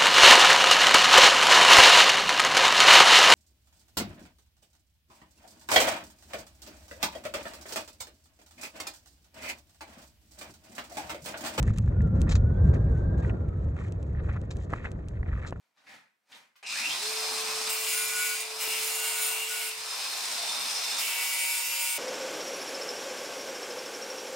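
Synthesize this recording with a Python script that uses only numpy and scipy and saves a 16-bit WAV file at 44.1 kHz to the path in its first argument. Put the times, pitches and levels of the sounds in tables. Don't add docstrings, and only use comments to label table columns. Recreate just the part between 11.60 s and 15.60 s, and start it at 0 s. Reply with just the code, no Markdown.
import sys
import numpy as np
from scipy import signal
from scipy.fft import rfft, irfft, next_fast_len
from scipy.io import wavfile
from scipy.ndimage import map_coordinates

SR = 44100
rng = np.random.default_rng(int(sys.argv[2]) if len(sys.argv) > 2 else 0)


def transcribe(signal):
    frames = np.atleast_2d(signal).T
    limited = np.clip(frames, -1, 1)
    pcm = np.round(limited * 32767).astype(np.int16)
    wavfile.write(sys.argv[1], SR, pcm)


N = 4 * SR

# time_s, relative_level_db
SWIRL_LEVELS = [(0, -42), (.1, -30.5), (.3, -40), (.42, -30), (.65, -23.5), (.82, -36.5), (1.1, -33.5),
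                (1.35, -37.5), (1.7, -36.5), (2.3, -44.5), (4, -52)]
RUSH_LEVELS = [(0.0, -43.5), (0.19, -52.5), (0.4, -43.5), (0.57, -41), (0.92, -43.5), (1.14, -37),
               (1.3, -42.5), (1.63, -40), (1.79, -45), (2.36, -47.5), (2.56, -47.5), (4.0, -51.5)]
# frequency_hz, gain_db
GRAVEL_SPECTRUM = [(150, -22), (400, 0), (800, -4.5), (1300, -2), (2000, 0), (2400, -4.5), (2850, -10.5),
                   (4000, -21), (5500, -37), (12000, -67.5)]
CLICK_SPECTRUM = [(800, -31), (2000, -12.5), (2700, 4), (3800, -4), (5000, -5.5), (6800, 0), (8300, -1.5),
                  (9500, -11.5), (11000, -7), (13000, -15.5), (15000, -29.5)]
SIDES = np.array([[1], [-1]])


def amp(db):
    return 10 ** (np.asarray(db) / 20)


def unit(x):
    return x / np.sqrt(np.mean(x ** 2) + 1e-20)


def along(points, hz):
    point_hz, values = np.transpose(points)
    return np.interp(np.log(hz + 1), np.log(point_hz + 1), values)


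def curves(rows):
    times, *columns = np.transpose(rows)
    return [np.interp(np.arange(N) / SR, times, column) for column in columns]


def wobble(per_s):
    return map_coordinates(rng.standard_normal(N // 10), [np.arange(N) * per_s / SR], mode="wrap")


def scatter(shape):
    return np.clip(rng.standard_normal(shape), -2, 2)


def filtered(x, response):
    size = next_fast_len(N + SR // 2)
    return irfft(rfft(x, size) * response(np.fft.rfftfreq(size, 1 / SR)), size)[..., :N]


def coloured(x, spectrum, size=2048):
    cepstrum = irfft(np.log(amp(along(spectrum, np.fft.rfftfreq(size, 1 / SR)))))
    cepstrum[1:size // 2] *= 2
    cepstrum[size // 2 + 1:] = 0
    return signal.fftconvolve(x, irfft(np.exp(rfft(cepstrum))))[:N]


def noise(spectrum):
    return unit(filtered(rng.standard_normal(N), lambda hz: amp(along(spectrum, hz))))


def grains(spectrum, per_s, spread_db, hiss):
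    hits = (rng.random(N) < per_s / SR) * np.sign(rng.standard_normal(N))
    hits *= amp(spread_db * scatter(N))
    return unit(coloured(unit(hits) + hiss * rng.standard_normal(N), spectrum))


def strokes(rows, rise_s=0.003, fall_s=0.007):
    power, t = np.zeros(N), np.arange(N) / SR
    for start_s, length_s, level_db in rows:
        rise = np.clip((t - start_s) / rise_s + 0.5, 0, 1)
        fall = np.exp(-np.clip((t - start_s - length_s) / fall_s, 0, 20))
        power += (amp(level_db) * rise * fall) ** 2
    return np.sqrt(power)


def add(track, start_s, sound):
    part = track[max(round(start_s * SR), 0):][:len(sound)]
    part += sound[:len(part)]


def nearby(x, left_db, echo_db=-9.5, echo_fade_s=0.013):
    # frequency_hz, lead_radians
    left_lead = [(200, 0), (500, -.4), (1050, -.1), (1800, -1.55), (3000, -2.4), (3900, -.9), (4900, -1.8),
                 (5600, -.45), (8500, -.75), (10000, -1.5), (13500, -2.6)]
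    direct = filtered(x, lambda hz: np.exp(0.5j * SIDES * along(left_lead, hz)))
    t = np.arange(SR // 10) / SR
    tail = rng.standard_normal((2, len(t))) * t * amp(-60 * t / echo_fade_s)
    tail /= np.linalg.norm(tail, axis=1, keepdims=True)
    echoes = signal.fftconvolve(x[None], tail, axes=1)[:, :N]
    return amp(SIDES * left_db) * (direct + amp(echo_db) * echoes)


def wind_rumble(flutter_db=0.5, stereo_db=-31):
    # time_s, level_db
    levels = [(0.0, -23), (0.12, -20), (0.14, -28.5), (0.31, -23), (0.33, -29.5), (0.39, -20.5),
              (0.87, -22), (0.99, -24.5), (1.06, -14), (1.12, -21.5), (2.02, -30), (2.06, -22),
              (2.18, -33.5), (2.65, -29.5), (3.15, -35), (3.8, -33), (3.92, -40.5), (4.0, -34)]
    # frequency_hz, gain_db
    spectrum = [(20, -29.5), (32, -10.5), (45, -8.5), (65, -1.5), (110, -5.5), (160, -14.5), (220, -24),
                (320, -47.5), (1500, -100)]
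    level_db, = curves(levels)
    pair = noise(spectrum) + SIDES * amp(stereo_db) * noise(spectrum)
    return amp(level_db) * unit(pair * amp(flutter_db * wobble(8.5)))


def wind_swirl(gain_db=-2, flutter_db=2, stereo_db=-17):
    # frequency_hz, gain_db
    spectrum = [(80, -37.5), (130, 0), (175, 4), (240, -8), (330, -21), (600, -67), (2000, -120)]
    level_db, = curves(SWIRL_LEVELS)
    pair = noise(spectrum) + SIDES * amp(stereo_db) * noise(spectrum)
    return amp(level_db + gain_db + flutter_db * wobble(24.97)) * pair


def wind_rush(gain_db=3, flutter_db=1.5):
    # frequency_hz, gain_db
    spectrum = [(80, -15), (200, 2), (330, 4), (520, 1), (780, -9), (1200, -15), (1800, -21), (2600, -50.5),
                (3800, -36.5), (5200, -49.5), (7000, -53), (11500, -65.5), (13800, -88.5)]
    # frequency_hz, likeness (1 the same, -1 or less opposite)
    likeness = [(200, 0.67), (500, 0.37), (900, -0.45), (1600, -0.25), (2800, -1.2), (7000, 0),
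                (13000, -0.9)]

    def shares(hz):
        angle = np.arccos(np.clip(along(likeness, hz), -1, 1)) / 2
        return np.array([np.cos(angle), np.sin(angle)])

    level_db, = curves(RUSH_LEVELS)
    middle, side = filtered(np.array([noise(spectrum), noise(spectrum)]), shares)
    return amp(level_db + gain_db + flutter_db * wobble(35)) * (middle + SIDES * side)


def wind_whistle(waver_hz=26, waver_db=2, breathiness=0.3):
    # time_s, base_pitch_hz, level_db
    path = [(.2, 1395, -100), (.38, 1450, -53.5), (.48, 1392, -59), (.76, 1423, -58), (1.05, 1602, -58),
            (1.28, 1670, -57.5), (1.35, 1547, -58), (1.61, 1700, -56.5), (1.71, 1424, -58),
            (1.97, 1317, -62.5), (2.5, 1274, -100)]
    base_hz, level_db = curves(path)
    phase = 2 * np.pi * np.cumsum(base_hz + waver_hz * wobble(90)) / SR

    def tone(pitch_ratio, steady=0):
        strength = steady + breathiness * (wobble(130) + 1j * wobble(130))
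        return np.real(strength * np.exp(1j * pitch_ratio * phase))

    middle = unit(tone(0.98, steady=1)) + amp(-26) * unit(tone(2.2))
    side = tone(0.93)
    return amp(level_db + waver_db * wobble(30)) * unit(middle + SIDES * side)


def wind_whine(pitch_hz=12060, width_hz=170, gain_db=-52.5, flicker_db=3):
    gust_db = (curves(SWIRL_LEVELS)[0] + curves(RUSH_LEVELS)[0]) / 2
    band = filtered(rng.standard_normal(N), lambda hz: np.exp(-((hz - pitch_hz) / width_hz) ** 2))
    return amp(gust_db + gain_db + flicker_db * wobble(15)) * unit(band)


def jacket(uneven_db=2):
    # start_s, length_s, level_db
    swishes = [(.692, 0.017, -42.5), (.712, 0.014, -37.5), (.752, 0.0045, -37), (1.136, 0.012, -54.5),
               (2.906, 0.011, -46), (3.864, 0.021, -46.5)]
    # frequency_hz, gain_db
    spectrum = [(500, -1.5), (1500, 3.5), (2100, 3.5), (2900, 1), (4200, 0), (5400, -3.5), (7000, 0.5),
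                (8400, -11), (9600, -22.5), (13000, -26), (15000, -45.5)]
    loudness = strokes(swishes, rise_s=0.00093, fall_s=0.0086) * amp(uneven_db * wobble(250))
    return loudness * grains(spectrum, per_s=4500, spread_db=9.5, hiss=0.97)


def gear_ticks(gain_db=11, tail_db=-41, fade_s=0.0074, rattle_db=-19.5, vary_db=3):
    # start_s, relative_level_db
    taps = [(0.0287, -22), (.078, -31.5), (.1758, -33.5), (0.1851, -22), (.262, -39.5), (.42, -36),
            (.617, -21.5), (1.093, -38.5), (1.252, -42), (1.887, -39.5), (2.323, -32), (2.429, -33.5),
            (2.816, -35.5), (2.909, -43.5), (2.969, -32.5), (3.042, -41.5), (3.105, -37), (3.317, -32),
            (3.4854, -31.5), (3.908, -34)]
    out, t = np.zeros(N), np.arange(SR // 20) / SR
    usual_db = np.mean(taps, axis=0)[1]
    for start_s, level_db in taps:
        tap = amp(tail_db - 60 * t / fade_s) * rng.standard_normal(len(t))
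        tap[0] = 1
        cutoff_hz = 4320 * amp(level_db - usual_db + rng.normal(0, vary_db))
        softness = np.exp(-2 * np.pi * cutoff_hz / SR)
        tap = amp(level_db + gain_db) * signal.lfilter([1 - softness], [1, -softness], tap)
        add(out, start_s, tap)
        for offset_s in rng.uniform(-0.0092, 0.009, 3):
            add(out, start_s + offset_s, amp(rattle_db + rng.normal(0, vary_db)) * tap)
    return coloured(out, CLICK_SPECTRUM)


def pebbles(per_s=19, gain_db=-53.5, spread_db=2.5):
    hits = (rng.random(N) < per_s / SR) * amp(gain_db + spread_db * scatter(N))
    return coloured(hits, CLICK_SPECTRUM)


def boot_thuds(pitch_hz=60.4, rise_s=0.0087):
    # start_s, level_db
    landings = [(0.1, -19), (3.597, -19.5), (3.722, -20.5)]
    out, t = np.zeros(N), np.arange(SR // 8) / SR
    swell = (t / rise_s) ** 2 * np.exp(2 * (1 - t / rise_s))
    for start_s, level_db in landings:
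        add(out, start_s, amp(level_db) * swell * np.sin(2 * np.pi * pitch_hz * t))
    return out


def gravel_clinks(per_s=220, middle_hz=1672, pitch_spread=0.29, ring_cycles=1.8, spread_db=5):
    starts = np.flatnonzero(rng.random(N) < per_s / SR)
    out, t = np.zeros(N), np.arange(400) / SR
    for start, (pitch, strength) in zip(starts, scatter((N, 2))[starts]):
        cycles = middle_hz * np.exp(pitch_spread * pitch) * t
        ring = np.sin(2 * np.pi * cycles) * np.exp(-cycles / ring_cycles)
        add(out, start / SR, amp(spread_db * strength) * ring)
    return unit(coloured(out, GRAVEL_SPECTRUM))


def gravel_crunch(coarse_rest_db=-64.5, grit_rest_db=-78.5, coarse_uneven_db=2, grit_uneven_db=3):
    # start_s, length_s, coarse_level_db, grit_level_db
    presses = [(0.023, 0.033, -52, -62.5), (0.063, 0.053, -54, -60), (0.133, 0.0087, -69, -58),
               (0.159, 0.026, -54, -63), (0.198, 0.13, -65, -77.5), (0.549, 0.092, -59, -70),
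               (0.667, 0.018, -45.5, -65), (1.039, 0.054, -60, -67.5), (1.131, 0.039, -52, -66),
               (1.315, 0.11, -73.5, -72), (1.574, 0.034, -59, -64.5), (1.622, 0.085, -50, -66.5),
               (2.164, 0.027, -50, -67), (2.198, 0.083, -55, -65.5), (2.548, 0.06, -54, -84),
               (2.634, 0.11, -55, -71), (2.682, 0.043, -50.5, -72), (2.736, 0.033, -48.5, -77),
               (2.954, 0.097, -63, -65), (3.095, .06, -52.5, -64.5), (3.157, 0.13, -50, -69.5),
               (3.246, 0.026, -40, -68), (3.286, 0.28, -66.5, -81), (3.543, 0.032, -58, -81),
               (3.66, 0.06, -53.5, -83), (3.725, 0.078, -51.5, -72), (3.816, 0.047, -47, -73)]
    # frequency_hz, gain_db
    grit_spectrum = [(1500, -27.5), (2800, 9.5), (3800, 2.5), (5200, -2), (7000, 5.5), (8400, -5),
                     (9500, -10), (12000, -23.5), (15000, -45)]
    rows = np.array(presses)
    restless_db = wobble(7.4)
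    coarse_level = np.hypot(strokes(rows[:, [0, 1, 2]]), amp(coarse_rest_db + restless_db))
    grit_level = np.hypot(strokes(rows[:, [0, 1, 3]]), amp(grit_rest_db + restless_db))
    grinding = grains(GRAVEL_SPECTRUM, per_s=600, spread_db=3.5, hiss=0.63)
    coarse = unit(grinding + amp(0.5) * gravel_clinks())
    grit = grains(grit_spectrum, per_s=1200, spread_db=6.5, hiss=0.76)
    coarse_level *= amp(coarse_uneven_db * wobble(90))
    grit_level *= amp(grit_uneven_db * wobble(60))
    return coarse_level * coarse + grit_level * grit


def stone_clacks(rise_s=0.0001, fade_s=0.0064, settle_db=-5.5, settle_fade_s=0.021):
    # start_s, relative_level_db, pitch_hz
    knocks = [(0.03, -33, 2300), (0.078, -32, 1790), (0.082, -23.5, 1860), (0.096, -31, 2270),
              (.277, -31, 1600), (0.406, -29, 1860), (.713, -23, 1730), (.726, -28, 1610),
              (1.648, -29, 1960), (1.696, -19.5, 2880), (2.167, -31.5, 1450), (2.585, -38, 1750),
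              (2.694, -24, 1370), (2.765, -26, 1270), (2.772, -29, 1470), (3.1286, -20, 526),
              (3.135, -14.5, 1670), (3.1364, -11.5, 1140), (3.244, -25.5, 1740), (3.2515, -19, 1660),
              (3.256, -18, 2560), (3.63, -26.5, 1870), (3.687, -31.5, 1950), (3.8264, -35, 1720),
              (3.9249, -20, 540), (3.9262, -27, 1130), (3.96, -35.5, 1340)]
    # frequency_hz, gain_db
    spectrum = [(100, 1), (350, 0), (2000, -4), (2800, -14.5), (5000, -35), (9000, -33.5), (14000, -70)]
    out, t = np.zeros(N), np.arange(SR // 10) / SR
    low_note = amp(-12) * np.sin(2 * np.pi * 482 * t)
    for start_s, level_db, pitch_hz in knocks:
        ring = np.sin(2 * np.pi * pitch_hz * t) + low_note
        clack = ring * amp(-60 * t / fade_s) * (1 - np.exp(-t / rise_s))
        settle = amp(settle_db - 60 * t / settle_fade_s) * rng.standard_normal(len(t))
        add(out, start_s, amp(level_db) * (clack / np.abs(clack).max() + settle))
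    return coloured(out, spectrum)


def scene():
    wind = wind_rumble() + wind_swirl() + wind_rush() + wind_whistle() + wind_whine()
    walker = gravel_crunch() + pebbles() + jacket() + gear_ticks()
    return wind + boot_thuds() + nearby(walker, left_db=0.35) + nearby(stone_clacks(), left_db=0.1)


def record(dry):
    return filtered(dry, lambda hz: hz < 14800)


dry = scene()
out = record(dry)
transcribe(out)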